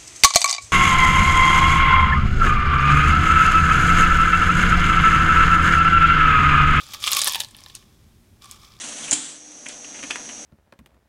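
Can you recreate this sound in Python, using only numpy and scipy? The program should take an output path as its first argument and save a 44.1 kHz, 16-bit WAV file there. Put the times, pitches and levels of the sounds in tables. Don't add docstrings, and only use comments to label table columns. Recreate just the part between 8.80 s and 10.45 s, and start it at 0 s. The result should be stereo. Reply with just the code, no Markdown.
import sys
import numpy as np
from scipy import signal
from scipy.fft import rfft, irfft
from scipy.io import wavfile
from scipy.ndimage import uniform_filter1d, minimum_filter1d

SR = 44100
rng = np.random.default_rng(int(sys.argv[2]) if len(sys.argv) > 2 else 0)


def waveform_to_disk(signal):
    frames = np.transpose(np.atleast_2d(signal))
    scaled = np.clip(frames, -1, 1) * 32767
    samples = np.round(scaled).astype(np.int16)
    wavfile.write(sys.argv[1], SR, samples)


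N = 72765
TIME = np.arange(N) / SR
STOP_S = 0.328


def undb(db):
    return 10 ** (np.asarray(db) / 20)


def noise():
    return rng.standard_normal(N)


def wander(rate_hz):
    hold = int(SR / rate_hz)
    steps = np.repeat(rng.standard_normal(N // hold + 2), hold)
    return uniform_filter1d(uniform_filter1d(steps, hold), hold)[:N] * 4 / 3


def fade(start_s, decay_s):
    age = TIME - start_s
    return (age >= 0) * np.exp(-np.maximum(age, 0) / decay_s)


def convolve(x, response):
    return signal.fftconvolve(x, response)[:N]


def colour(x, points, size=4096):
    hz, db = np.array(points, float).T
    f = np.maximum(np.fft.rfftfreq(size, 1 / SR), 1)
    cepstrum = irfft(np.log(undb(np.interp(np.log(f), np.log(hz), db))))
    cepstrum[1:size // 2] *= 2
    cepstrum[size // 2 + 1:] = 0
    response = irfft(np.exp(rfft(cepstrum)))
    return convolve(x, response / np.linalg.norm(response))


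def ring(modes, start_s=0):
    age = TIME - start_s
    return sum(undb(db) * fade(start_s, ring_s / np.log(1000)) * np.sin(2 * np.pi * hz * age)
               for hz, db, ring_s in modes)


def tones(notes, waver_db, drift_hz):
    total = 0
    for hz, db in notes:
        level = np.sqrt(2) * undb(db + waver_db * wander(9.25))
        cycles = rng.random() + np.cumsum(hz + drift_hz * wander(12.03)) / SR
        total += level * np.sin(2 * np.pi * cycles)
    return total


def room(x, echo_db, ring_s=0.33):
    tail = noise() * fade(0.003, ring_s / np.log(1000))
    return x + undb(echo_db) * convolve(x, tail / np.linalg.norm(tail))


def tape(snaps_per_s=9000):
    # f/Hz, level/dB
    peel_tone = [(30, -9), (100, -21), (150, 1.5), (200, -10), (280, -4.5), (400, -8.5), (680, -0.5),
                 (1000, -1.5), (1800, -0.5), (2200, 0.5), (3300, 3.5), (4200, -1), (5300, -4), (7200, 5),
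                 (9000, 2.5), (11000, -10.5)]
    # t/s, level/dB
    peel_levels = [(0, -35), (.1, -38), (.195, -37), (.225, -35.5), (.29, -35), (.33, -32.5), (.42, -45),
                   (.56, -51)]
    snaps = (rng.random(N) < snaps_per_s / SR) * np.sign(noise())
    snaps *= undb(2 * np.minimum(rng.exponential(size=N), 7))
    level_db = np.interp(TIME, *np.array(peel_levels).T) + 2.16 * wander(110.3)
    return colour(snaps / snaps.std(), peel_tone) * undb(level_db)


def belt():
    # f/Hz, level/dB
    drone_tone = [(25, -13), (80, -10), (120, -12.5), (185, -7), (240, 3), (320, -3.5), (420, -6.5),
                  (720, -2.5), (1000, -12), (1400, -10.5), (2200, -10.5), (4500, -11.5), (7500, -7),
                  (9000, -15), (11000, -17)]
    # f/Hz, level/dB
    hum_notes = [(150, -63.5), (225, -60.5), (299, -54.5), (490, -60.5), (597, -60)]
    drone = colour(noise(), drone_tone) * undb(-42.5 + 0.69 * wander(14.1))
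    return drone + tones(hum_notes, waver_db=3, drift_hz=2.98)


def motor(fizz_hz=6130, half_width_hz=560):
    # f/Hz, level/dB
    whine_notes = [(5656, -49.5), (5805, -50), (5975, -83), (6076, -46), (6345, -49.5), (6395, -64),
                   (6495, -50.5), (6644, -52), (6675, -53), (6794, -60)]
    f = np.fft.rfftfreq(N, 1 / SR)
    band = np.exp(-0.5 * ((f - fizz_hz) / half_width_hz) ** 6)
    fizz = irfft(rfft(noise()) * band, N)
    return tones(whine_notes, waver_db=0.5, drift_hz=1.87) + undb(-45) * fizz / fizz.std()


def squeaks(width_hz=250):
    # middle t/s, half length/s, f/Hz, level/dB
    rasps = [(0.038, 0.0041, 2930, -38.5), (0.241, 0.012, 3280, -39.5), (0.285, 0.0057, 2660, -35),
             (0.296, 0.0017, 2750, -39)]
    hiss = undb(-4.5) * colour(noise(), [(4000, -29), (7400, 2), (11000, -5)])
    total = 0
    for at, half, hz, db in rasps:
        squeak = signal.lfilter(*signal.iirpeak(hz, hz / width_hz, fs=SR), noise())
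        swell = undb(db) * np.exp(-((TIME - at) / half) ** 2)
        total += swell * (squeak / squeak.std() + hiss)
    return total


def cutter():
    # t/s, level/dB, f/Hz, half length/s
    chatter = [(.3114, 5.5, 7040, 0.00048), (0.3146, 1, 6900, 0.0006), (.3176, 4.5, 7400, 0.00013),
               (0.3282, 3, 6940, 0.0006), (0.3312, 0.5, 8300, 0.00044), (.3319, 2, 7200, 0.00048),
               (.333, 1, 7200, 0.00045), (.335, -0.5, 7500, .0004), (.3376, 0.5, 7500, 0.00044),
               (0.8861, -14.5, 7600, .00016), (0.8877, -22, 7240, 0.00067)]
    # f/Hz, level/dB, ring time/s
    steel_notes = [(258.5, -26.5, 0.43), (303, -27.5, 0.53), (2353, -34, 0.42), (3150, -10.5, 0.057),
                   (3157, -34.5, 0.63), (3420, -29, 0.58), (6660, -21, 0.075), (6830, -11, 0.082),
                   (7138, -28, 0.17), (7330, -15.5, 0.14), (7469, -25, .2), (7560, -39, .28),
                   (7730, -52, .5), (8310, -37, .45), (8328, -43, .5), (10050, -15, 0.063)]
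    ticks, grit_power = 0, 0
    for at, db, hz, half in chatter:
        age = TIME - at
        ticks += undb(db) * np.exp(-(age / half) ** 2) * np.cos(2 * np.pi * hz * age)
        grit_power += (undb(db) * fade(at - half, decay_s=0.0073)) ** 2
    hiss = colour(noise(), [(1500, -13.5), (4500, -4), (7000, -1.5), (9000, 0.5), (11000, -16.5)])
    grit = undb(-17) * np.sqrt(grit_power) * hiss
    return room(ticks + grit, echo_db=-7) + ring(steel_notes, STOP_S)


def clacks():
    # t/s, level/dB, ring f/Hz, relative thump/dB, relative crack/dB, rattle decay/s
    hits = [(0.3165, 9.5, 875, -3, -10.5, 0.0063), (0.3278, 5, 3050, 1, -1, 0.011),
            (0.717, -15.5, 7500, -22, -21, .015), (0.8598, -8, 1940, -8, -7, 0.0043),
            (.8645, -4, 2000, -10.5, -7, .003), (0.8933, -5.5, 3900, -19, -3, 0.031),
            (1.0439, -11, 3220, -8, -8, 0.0069), (1.089, -21, 3000, -12, -6, 0.0042),
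            (1.1135, -23, 2800, 6.5, -5, 0.0083), (1.1458, -13.5, 2600, -12, -4, 0.029),
            (1.1908, -13, 2730, -7, -7, 0.013), (1.2297, -12.5, 2360, -21, 2, 0.0045),
            (1.237, -8, 2820, 4.5, -1.5, .008), (1.3044, -6, 704, -17, -3, 0.0014),
            (1.308, 1.5, 2870, -8.5, -1.5, 0.0064), (1.358, -4, 1670, -3.5, 1.5, 0.0048),
            (1.491, -8, 2730, -4.5, -7.5, 0.0083)]
    # f/Hz, level/dB
    frame_tone = [(40, -38), (100, -28), (160, -11.5), (260, 2), (450, 3.5), (750, -0.5), (1100, -0.5),
                  (1800, 2.5), (3300, -1.5), (3900, -8.5), (5200, -4), (8000, -5.5), (11000, -11.5)]
    # f/Hz, level/dB, ring time/s
    frame_notes = [(747, -52, 0.39), (987, -48, 0.31), (1204, -50, 0.32), (1493, -54, 0.28),
                   (1816, -40, 0.081), (2135, -55, .15), (2455, -52, .2), (3040, -50, 0.059),
                   (3284, -53, .12)]
    blows, thumps = np.zeros(N), np.zeros(N)
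    for at, db, hz, thump_db, crack_db, rattle_s in hits:
        push = noise() * fade(at + 0.00083, rattle_s)
        push /= np.linalg.norm(push)
        push[int(at * SR)] += undb(crack_db)
        ringing = signal.lfilter(*signal.iirpeak(hz, Q=1 / 0.49, fs=SR), push)
        blows += undb(db) * (push + undb(6.5) * ringing) / 2
        thumps[int(at * SR)] += undb(db + thump_db)
    bass_cut = signal.butter(2, 190, "high", fs=SR, output="sos")
    knock = signal.sosfilt(bass_cut, ring([(278.7, -26, 0.071)]))
    frame = colour(blows, frame_tone) + convolve(blows, ring(frame_notes))
    return room(frame + convolve(thumps, knock), echo_db=-8.5)


def head():
    # f/Hz, level/dB, ring time/s
    thud_notes = [(143, -38.5, .09), (256, -25.5, .07), (490, -27.5, 0.022), (646, -24.5, 0.044)]
    return ring(thud_notes, start_s=0.3174)


def air(fall_db_per_s=67.5, close_at_s=0.556, closing_s=0.049):
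    # f/Hz, level/dB
    air_tone = [(60, -42), (150, -12), (300, -6.5), (700, -17), (1100, -10.5), (2500, -10.5), (3300, -5),
                (4000, -7.5), (5800, -9.5), (7000, -3.5), (7900, 1), (9200, -8), (11000, -22.5)]
    hiss = colour(noise(), air_tone)
    flow = (TIME > STOP_S) * undb(-19.5 - fall_db_per_s * (TIME - STOP_S))
    flow *= np.exp(-np.maximum(TIME - close_at_s, 0) / closing_s)
    flutter = undb(0.87 * wander(88.7))
    puff = undb(-12.5) * fade(STOP_S, decay_s=0.0063)
    return hiss * np.hypot(flow * flutter, puff)


def scene():
    # f/Hz, level/dB of the sides compared with the middle
    width = [(60, -11.5), (200, -19.5), (600, -12), (1400, -11.5), (2800, -17), (5000, -33), (6500, -29),
             (8500, -17), (11000, -12.5)]
    middle = tape() + belt() + motor() + squeaks() + cutter() + clacks() + head() + air()
    echoes = noise() * fade(0.001, decay_s=0.02)
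    side = convolve(middle, echoes / np.linalg.norm(echoes))
    f = np.maximum(np.fft.rfftfreq(2 * N, 1 / SR), 1)
    hz, db = np.array(width).T
    side_gain = undb(np.interp(np.log(f), np.log(hz), db))
    side = irfft(rfft(side, 2 * N) * side_gain)[:N]
    return np.array([middle + side, middle - side])


def record(dry, ceiling_db=-3, recover_db_per_s=11.5, top_hz=11100):
    level_db = 20 * np.log10(np.abs(dry.mean(axis=0)) + 1e-9)
    excess_db = np.maximum(level_db - ceiling_db, 0)
    recovery_db = recover_db_per_s * TIME
    gain_db = recovery_db - np.maximum.accumulate(excess_db + recovery_db)
    gain_db = uniform_filter1d(minimum_filter1d(gain_db, size=64), size=64)
    treble_cut = signal.ellip(10, 0.2, 70, top_hz, fs=SR, output="sos")
    return signal.sosfilt(treble_cut, dry * undb(gain_db))


dry = scene()
out = record(dry)
waveform_to_disk(out)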